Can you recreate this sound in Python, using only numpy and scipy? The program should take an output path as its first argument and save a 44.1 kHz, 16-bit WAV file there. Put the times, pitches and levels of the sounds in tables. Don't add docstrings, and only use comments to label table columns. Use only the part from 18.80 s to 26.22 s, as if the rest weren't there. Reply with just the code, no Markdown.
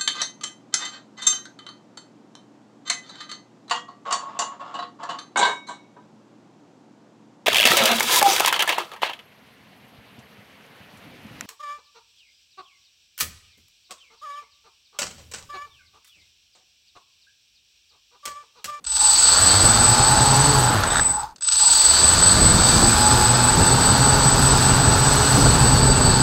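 import sys
import numpy as np
from scipy import signal
from scipy.fft import rfft, irfft, next_fast_len
from scipy.io import wavfile

SR = 44100
rng = np.random.default_rng(int(sys.argv[2]) if len(sys.argv) > 2 else 0)


def store_wav(level_fs):
    pcm = np.round(np.clip(np.atleast_2d(level_fs), -1, 1) * 32767)
    wavfile.write(sys.argv[1], SR, pcm.T.astype(np.int16))


N = 327222
TIME = np.arange(N) / SR


SWITCH_HZ = [8011.8, 7995.3, 8016.8, 7990.4]
# dB in the first run, dB in the second, slow wander in dB.
SWITCH_LEVELS = [(-2, -2, 0.5), (-25, -14, 2), (-11, -9, 4), (-5, -7, 1.2)]
# motor, centre pitch in Hz, shift in cycles per turn, level in dB before fading.
SIDE_TONES = [(0, 8012, -14, -15), (0, 8012, 14, -24), (1, 7995, -24, -17), (1, 7995, -56, -16),
              (2, 8017, -14, -22), (2, 8017, 14, -28), (3, 8012, -14, -24), (4, 8012, 14, -27),
              (4, 8012, 42, -23), (0, 8012, -42, -15), (0, 16024, -14, -32)]
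def whine(turns, halo_db=-28, halo_hz=110, fade_db_per_hz=.006, wander_hz=1.2):
    restarted = TIME >= RUNS[1][0]
    tones = np.zeros(N)
    for hz, (first_db, second_db, wander_db) in zip(SWITCH_HZ, SWITCH_LEVELS):
        level = amp(np.where(restarted, second_db, first_db))
        wander = unit(amp(wander_db * drift(wander_hz)))
        tones += level * wander * tone(hz * TIME, flutter_db=.5, flutter_hz=30)
    angle = 2 * np.pi * SWITCH_HZ[0] * TIME
    halo = drift(halo_hz) * np.cos(angle) + drift(halo_hz) * np.sin(angle)
    load = np.minimum(unit(rasp_level()), 1)
    sides = np.zeros(N)
    for motor, hz, per_turn, db in SIDE_TONES:
        shift_hz = abs(per_turn) * speed(motor)
        strength = amp(db - fade_db_per_hz * shift_hz) * load ** (abs(per_turn) / 42)
        sides += strength * tone(hz * TIME + per_turn * turns[motor], flutter_db=3.5, flutter_hz=24)
    return current() * (tones + amp(halo_db) * halo + sides)


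# frequency in Hz, relative level in dB.
FRAME_RING = [(300, -36), (1400, -3.5), (2100, -18), (2700, -7.5), (3150, -9.5), (3600, -1), (3950, -2),
              (4350, -0.5), (4600, 3.5), (4800, -3.5), (5000, 4), (5350, -6), (6500, -2.5), (6900, -9.5),
              (7400, -3.5), (8300, -3), (9200, -16), (11000, -37)]
FIZZ_COLOUR = [(4000, -22), (7000, -6), (9000, -0.5), (10500, -1), (11250, -10), (12200, -0.5),
               (13100, -13), (15600, -9.5)]
def frame_rasp(turns, rasp_db=-1, grit_db=-3, fizz_db=-2, stumble_db=4):
    clicks = unit(sum(coil_clicks(turn) for turn in turns))
    pulsing = blade_pulse(turns, depth=0.15)
    grit = amp(grit_db) * noise()
    stumbling = amp(stumble_db * drift(130) * (1 - with_speed(knee=10, power=3)))
    rasp = colour((clicks + grit) * pulsing * stumbling, FRAME_RING)
    fizz = colour(noise() * pulsing * amp(2 * drift(150) + 1.5 * drift(8)), FIZZ_COLOUR)
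    return amp(rasp_db) * rasp_level() * rasp + amp(fizz_db) * fizz_level() * fizz


def coil_clicks(turn, per_turn=84, uneven=0.82):
    step = np.floor(turn * per_turn).astype(int)
    at = np.flatnonzero(np.diff(step) > 0)
    turns_per_sample = turn[at + 1] - turn[at]
    overshoot = turn[at + 1] - step[at + 1] / per_turn
    early = np.clip(overshoot / turns_per_sample, 0, 1)
    pattern = rng.standard_normal(per_turn)[step[at] % per_turn]
    size = (pattern + uneven * rng.standard_normal(len(at))) / np.sqrt(turns_per_sample + 2 / SR)
    return unit(np.bincount(np.r_[at, at + 1], np.r_[size * early, size * (1 - early)], N))


def rasp_level(driven_db=-7.5, bearings_db=-27, airborne_db=-2):
    steady = np.hypot(amp(driven_db) * drive(), amp(bearings_db) * with_speed(knee=44, power=1.5))
    return steady * amp(buzz_db() + airborne_db * lifted())


def fizz_level(driven_db=-22, spinning_db=-36.5, airborne_db=-5):
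    driven = amp(driven_db) * drive() * with_speed(knee=3.3, power=3)
    spinning = amp(spinning_db) * with_speed(knee=34, power=4.7)
    return np.hypot(driven, spinning) * amp(buzz_db() + airborne_db * lifted())


# start in seconds, length in seconds, boost in dB.
BUZZES = [(1.604, 0.087, 0), (3.777, 0.71, 1.5), (3.86, 0.13, 2.5), (5.62, 0.29, 2.5), (6.263, 0.39, 2)]
def buzz_db(edge_s=0.015):
    return sum(db * np.clip(np.minimum(TIME - start, start + length - TIME) / edge_s + .5, 0, 1)
               for start, length, db in BUZZES)


# frequency in Hz, relative level in dB.
WIND_COLOUR = [(10, -39), (25, -4.5), (60, -3.5), (110, -4.5), (170, -7), (250, -10.5), (330, -15),
               (480, -16), (700, -22), (1500, -52)]
# peak time in seconds, half width in seconds, boost in dB.
GUSTS = [(3.68, 0.19, 5.5), (4.06, 0.054, 4), (6.67, 0.096, 5.5), (7.03, 0.31, 4.5)]
def downdraught(lumps_db=2.5, lumps_hz=14, wind_db=5.5):
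    level = amp(wind_db + run_db(column=2) + swells_db(GUSTS))
    build_up = with_speed(knee=45, power=4.6, lag_s=0.093)
    return level * build_up * colour(noise() * amp(lumps_db * drift(lumps_hz)), WIND_COLOUR)


# motor, cycles per turn, relative level in dB.
BLADE_TONES = [(0, 2, -5), (1, 2, -12), (2, 2, -16), (3, 2, -18), (4, 2, -5), (4, 4, -12), (0, 4, -17),
               (4, 6, -14), (0, 6, -23)]
# frequency in Hz, relative level in dB.
SWISH_COLOUR = [(100, -18), (300, -8.5), (500, -5), (700, -2.5), (850, 0), (1050, 0), (1450, 0),
                (1700, -4.5), (2000, -11.5), (2600, -13.5), (4000, -12.5), (9000, -47)]
def propellers(turns, swish_db=-22, airborne_db=-2):
    hum = sum(amp(db) * tone(per_turn * turns[motor], flutter_db=2.5, flutter_hz=7)
              for motor, per_turn, db in BLADE_TONES)
    swish = colour(noise() * blade_pulse(turns, depth=0.17), SWISH_COLOUR)
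    hum_level = amp(run_db(column=3)) * with_speed(knee=53.4, power=4.6)
    swish_level = amp(swish_db + airborne_db * lifted()) * with_speed(knee=32.7, power=6.3)
    return hum_level * hum + swish_level * swish


# frequency in Hz, relative level in dB.
BELL_RING = [(2500, -23.5), (3900, -12), (4200, -1), (4500, 1.5), (4680, 4), (4850, -14), (6000, -40)]
# peak time in seconds, half width in seconds, boost in dB.
BELL_SWELLS = [(0.5, 0.067, 2.5), (0.71, 0.044, 6), (3.17, 0.06, 3.5), (3.5, 0.093, 5.5), (5.15, 0.15, 8.5),
               (7.33, 0.092, 9.5)]
def motor_bells(turns, bell_db=-9):
    load = drive()
    clicks = sum(coil_clicks(turn) for turn in turns)
    level = amp(bell_db + swells_db(BELL_SWELLS)) * load ** 2 / load.max()
    return level * with_speed(knee=3.9, power=2.4) * colour(clicks, BELL_RING)


# motor, tugs per turn, relative level in dB.
MAGNET_TUGS = [(0, 14, -9.5), (1, 14, -4.5), (4, 14, 0), (0, 13, 2), (1, 15, 0.5), (2, 14, 6)]
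# frequency in Hz, relative level in dB.
ARM_RING = [(200, -24), (600, -25), (760, -13.5), (830, 0), (890, 0), (970, -7), (1150, -13), (1480, -15.5),
            (1900, -28.5), (4000, -43.5)]
# middle in seconds, half width in seconds, change in dB.
ARM_SWELLS = [(1.28, 0.17, 3.5), (1.8, 0.074, -1.5), (4.38, 0.13, 2)]
def arms(turns, arm_db=-27, light_db=-4.5, shudder_db=-33, crossing_db=-31, crossing_speed=17):
    pull = sum(amp(db) * tone(per_turn * turns[motor], flutter_db=1.5, flutter_hz=16)
               for motor, per_turn, db in MAGNET_TUGS)
    ring = colour(pull * with_speed(knee=25, power=4.3), ARM_RING)
    lightness = ramp(start_s=4.25, length_s=2.3)
    ring_level = amp(arm_db + swells_db(ARM_SWELLS) + light_db * lightness)
    octaves_away = np.log2(throttle() / crossing_speed + 1e-6)
    crossing = np.exp(-(octaves_away / 0.61) ** 2)
    shudder = amp(shudder_db) * with_speed(knee=15, power=1) + amp(crossing_db) * crossing
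    return ring_level * ring + shudder * colour(noise(), ARM_RING)


# motor, base pitch in Hz or 0, added cycles per turn, level in dB.
COIL_TONES = [(1, 7995, -56, 4), (0, 0, 84, -6), (1, 0, 84, -5), (2, 0, 84, -2), (3, 0, 84, -4),
              (4, 0, 84, 1), (4, 0, 42, -1), (0, 0, 42, -3), (0, 0, 70, -3), (4, 0, 70, -5)]
# frequency in Hz, relative level in dB.
MOUNT_RING = [(300, -35), (700, -20), (880, -2), (1100, -8), (1500, -5), (2100, -10), (2700, -8),
              (3600, -6), (3950, -10), (4300, 0), (4600, 6), (4800, -4), (5050, -2), (5400, -15),
              (5850, -4), (6200, -17), (7500, -22)]
def coil_singing(turns, singing_db=-32, wobble_cycles=0.048, full_load_db=-21):
    tones = np.zeros(N)
    load = np.tanh(current() / amp(full_load_db))
    for motor, hz, per_turn, db in COIL_TONES:
        spinning = np.tanh(speed(motor) / 55) ** 4 if hz else np.tanh(speed(motor) / 28) ** 2
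        cycles = hz * TIME + per_turn * turns[motor] + wobble_cycles * drift(60)
        tones += amp(db) * spinning * tone(cycles, flutter_db=4, flutter_hz=14)
    return amp(singing_db) * colour(tones * load, MOUNT_RING)


# start in seconds, relative level in dB, share of dull knock from 0 to 1.
TICKS = [(0.0418, -30, .2), (0.0488, -25, 0), (0.0665, -29, 0.3), (0.0695, -22, .2), (0.1005, -22, .15),
         (0.12, -17, 0.1), (2.0353, -4.5, 0.53), (2.433, -29, .2), (2.5605, -34.5, 0), (2.5825, -38, 0.2),
         (2.6215, -21.5, 0.2), (2.7216, -10.5, 0), (5.825, -13, .02)]
# frequency in Hz, relative level in dB.
KNOCK_COLOUR = [(200, -39), (1000, -2), (1400, 15), (1850, 10), (2400, -10), (3100, -15), (3700, 10),
                (4400, -18), (7000, -21), (10000, -32)]
def rotor_ticks(tick_db=-5.5, decay_s=0.0047):
    chatter = [(2.1035 + k * 0.0131, -10 + k * 0.67, 0.7) for k in range(8)]
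    bright, dull = np.zeros((2, N))
    burst = np.exp(-TIME[:SR // 20] / decay_s)
    for start, db, knock in TICKS + chatter:
        for bursts, share in ((bright, 1 - knock), (dull, knock)):
            bursts[round(start * SR):][:len(burst)] += amp(db + tick_db) * share * burst
    return sum(np.std(bursts) * colour(noise() * bursts, body)
               for bursts, body in ((bright, FRAME_RING), (dull, KNOCK_COLOUR)))


# start in seconds, level in dB.
START_PULSES = [(0.0427, -23), (0.0485, -30), (2.609, -20)]
def start_chirps(rise_s=0.001, decay_s=0.0024):
    chirps = np.zeros(N)
    for start, db in START_PULSES:
        age = np.maximum(TIME - start, 0)
        envelope = np.tanh(age / rise_s) ** 2 * np.exp(-age / decay_s)
        chirps += amp(db) * envelope * np.sin(2 * np.pi * SWITCH_HZ[0] * age)
    return chirps


def grass_crackle(crackle_db=-7, spread_db=4.6, decay_s=.0006):
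    sizes = amp(spread_db * np.minimum(rng.exponential(1, N), 3))
    hits_per_s = 150 * throttle() / 60
    hits = sizes * (rng.random(N) < hits_per_s / SR)
    grains = signal.lfilter([1], [1, -np.exp(-1 / (decay_s * SR))], hits) * noise()
    return amp(crackle_db) * fizz_level() * colour(grains, FIZZ_COLOUR)


# frequency in Hz, relative level in dB.
ROCKING_COLOUR = [(15, -13), (35, -1), (65, 3), (110, -19), (300, -36), (1000, -55)]
def rocking(rocking_db=-42):
    return amp(rocking_db) * with_speed(knee=8.4, power=0.74) * colour(noise(), ROCKING_COLOUR)


# frequency in Hz, relative level in dB.
FIELD_COLOUR = [(20, -31), (70, -10), (200, -6), (900, -19), (2000, -26), (8000, -34), (11000, -36)]
def open_field(field_db=-60):
    return amp(field_db) * colour(noise(), FIELD_COLOUR)


# time in seconds, turns per second.
FIRST_SPIN = [(0.05, 0), (0.35, 23.4), (0.65, 44.5), (0.85, 52.6), (1.35, 59.8), (1.7, 67), (1.85, 62.5),
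              (2.05, 43), (2.42, 15), (2.55, 0)]
SECOND_SPIN = [(2.62, 0), (2.75, 6), (3.1, 34.5), (3.3, 42.7), (3.9, 55.6), (4.3, 60.4), (4.65, 59.7),
               (5.35, 64.5), (5.75, 60.8), (7.42, 63)]
def throttle():
    return curve(FIRST_SPIN + SECOND_SPIN, column=1)


# time in seconds, tilt, sideways lean (1 is a firm push).
STEERING = [(2.55, 0, 0.3), (2.8, -1, -0.6), (4.45, -1, -0.7), (5.0, -1, 0.3), (5.35, -1, 0.4),
            (5.75, -0.1, 0.4), (6.55, 0.2, 0.9), (7.42, 0.6, -0.6)]
MOTORS = [(1, 0, 0), (0.945, 0, 0), (0.8, 0.11, 0), (0.78, 0.27, 0), (1.06, 0, 0.08)]
def speed(motor):
    share, tilt, lean = MOTORS[motor]
    return throttle() * (share + tilt * curve(STEERING, column=1) + lean * curve(STEERING, column=2))


def shaft_turns(nudge=.0025, nudge_hz=10):
    return [np.cumsum(speed(k) * (1 + nudge * drift(nudge_hz))) / SR for k in range(len(MOTORS))]


# power on in seconds, throttle cut in seconds, wind level in dB, hum level in dB.
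RUNS = [(0.063, 1.672, -27.5, -18), (2.607, 7.42, -25, -17.5)]
COAST_S = 0.36
def drive(cruise_db=-21, soft_db=-20.5, soft_s=0.1, surge_db=10.5, settle_s=1.09):
    gain = np.zeros(N)
    for on, cut, *_ in RUNS:
        age = np.maximum(TIME - on, 0)
        db = cruise_db + soft_db * np.exp(-age / soft_s) + surge_db * np.exp(-age / settle_s)
        fade = (1 - ramp(cut, COAST_S)) ** 0.79
        gain += ramp(on, length_s=0.003) * amp(db) * fade
    return gain


def current(brake_db=-20, brake_s=0.41):
    braking = sum(np.sin(np.pi * ramp(cut + COAST_S, brake_s)) for _, cut, *_ in RUNS)
    return drive() + amp(brake_db) * braking


def run_db(column):
    return np.where(TIME < RUNS[1][0], RUNS[0][column], RUNS[1][column])


def with_speed(knee, power, lag_s=0):
    growth = (np.interp(TIME - lag_s, TIME, throttle()) / knee) ** power
    return growth / (1 + growth)


def blade_pulse(turns, depth):
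    return np.exp(depth * unit(sum(np.cos(2 * np.pi * 2 * turn) for turn in turns)))


def lifted():
    return ramp(start_s=6.8, length_s=0.31)


def ramp(start_s, length_s):
    return np.clip((TIME - start_s) / length_s, 0, 1)


def swells_db(rows):
    return sum(db * np.exp(-((TIME - middle) / width) ** 2) for middle, width, db in rows)


def curve(rows, column):
    rows = np.array(rows)
    return np.interp(TIME, rows[:, 0], rows[:, column])


def tone(cycles, flutter_db, flutter_hz):
    sine = np.sqrt(2) * np.sin(2 * np.pi * (cycles + rng.random()))
    return sine * unit(amp(flutter_db * drift(flutter_hz)))


def colour(x, points):
    size = next_fast_len(N + SR // 2)
    hz, db = np.transpose(points)
    log_hz = np.log(abs(np.fft.fftfreq(size, 1 / SR)) + 1)
    log_gain = np.log(amp(np.interp(log_hz, np.log(hz), db)))
    response = np.exp(np.conj(signal.hilbert(log_gain)))[:size // 2 + 1]
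    return unit(irfft(rfft(x, size) * response, size)[:N])


def drift(hz):
    return unit(irfft(rfft(noise()) / (1 + (np.fft.rfftfreq(N, 1 / SR) / hz) ** 4), N))


def noise():
    return rng.standard_normal(N)


def amp(db):
    return 10 ** (np.asarray(db) / 20)


def unit(x):
    return x / np.sqrt(np.mean(x ** 2) + 1e-20)


def scene():
    turns = shaft_turns()
    motors = whine(turns) + frame_rasp(turns) + coil_singing(turns) + motor_bells(turns)
    shaking = arms(turns) + rocking() + rotor_ticks() + start_chirps()
    air = propellers(turns) + downdraught() + grass_crackle()
    return (motors + shaking + air + open_field())[None]


def record(dry, top_hz=15750):
    rounded = dry / (1 + dry ** 6) ** (1 / 6)
    lowpass = signal.firwin(511, top_hz, window=("kaiser", 9), fs=SR)
    return signal.oaconvolve(rounded, lowpass[None], "same")


dry = scene()
out = record(dry)
store_wav(out)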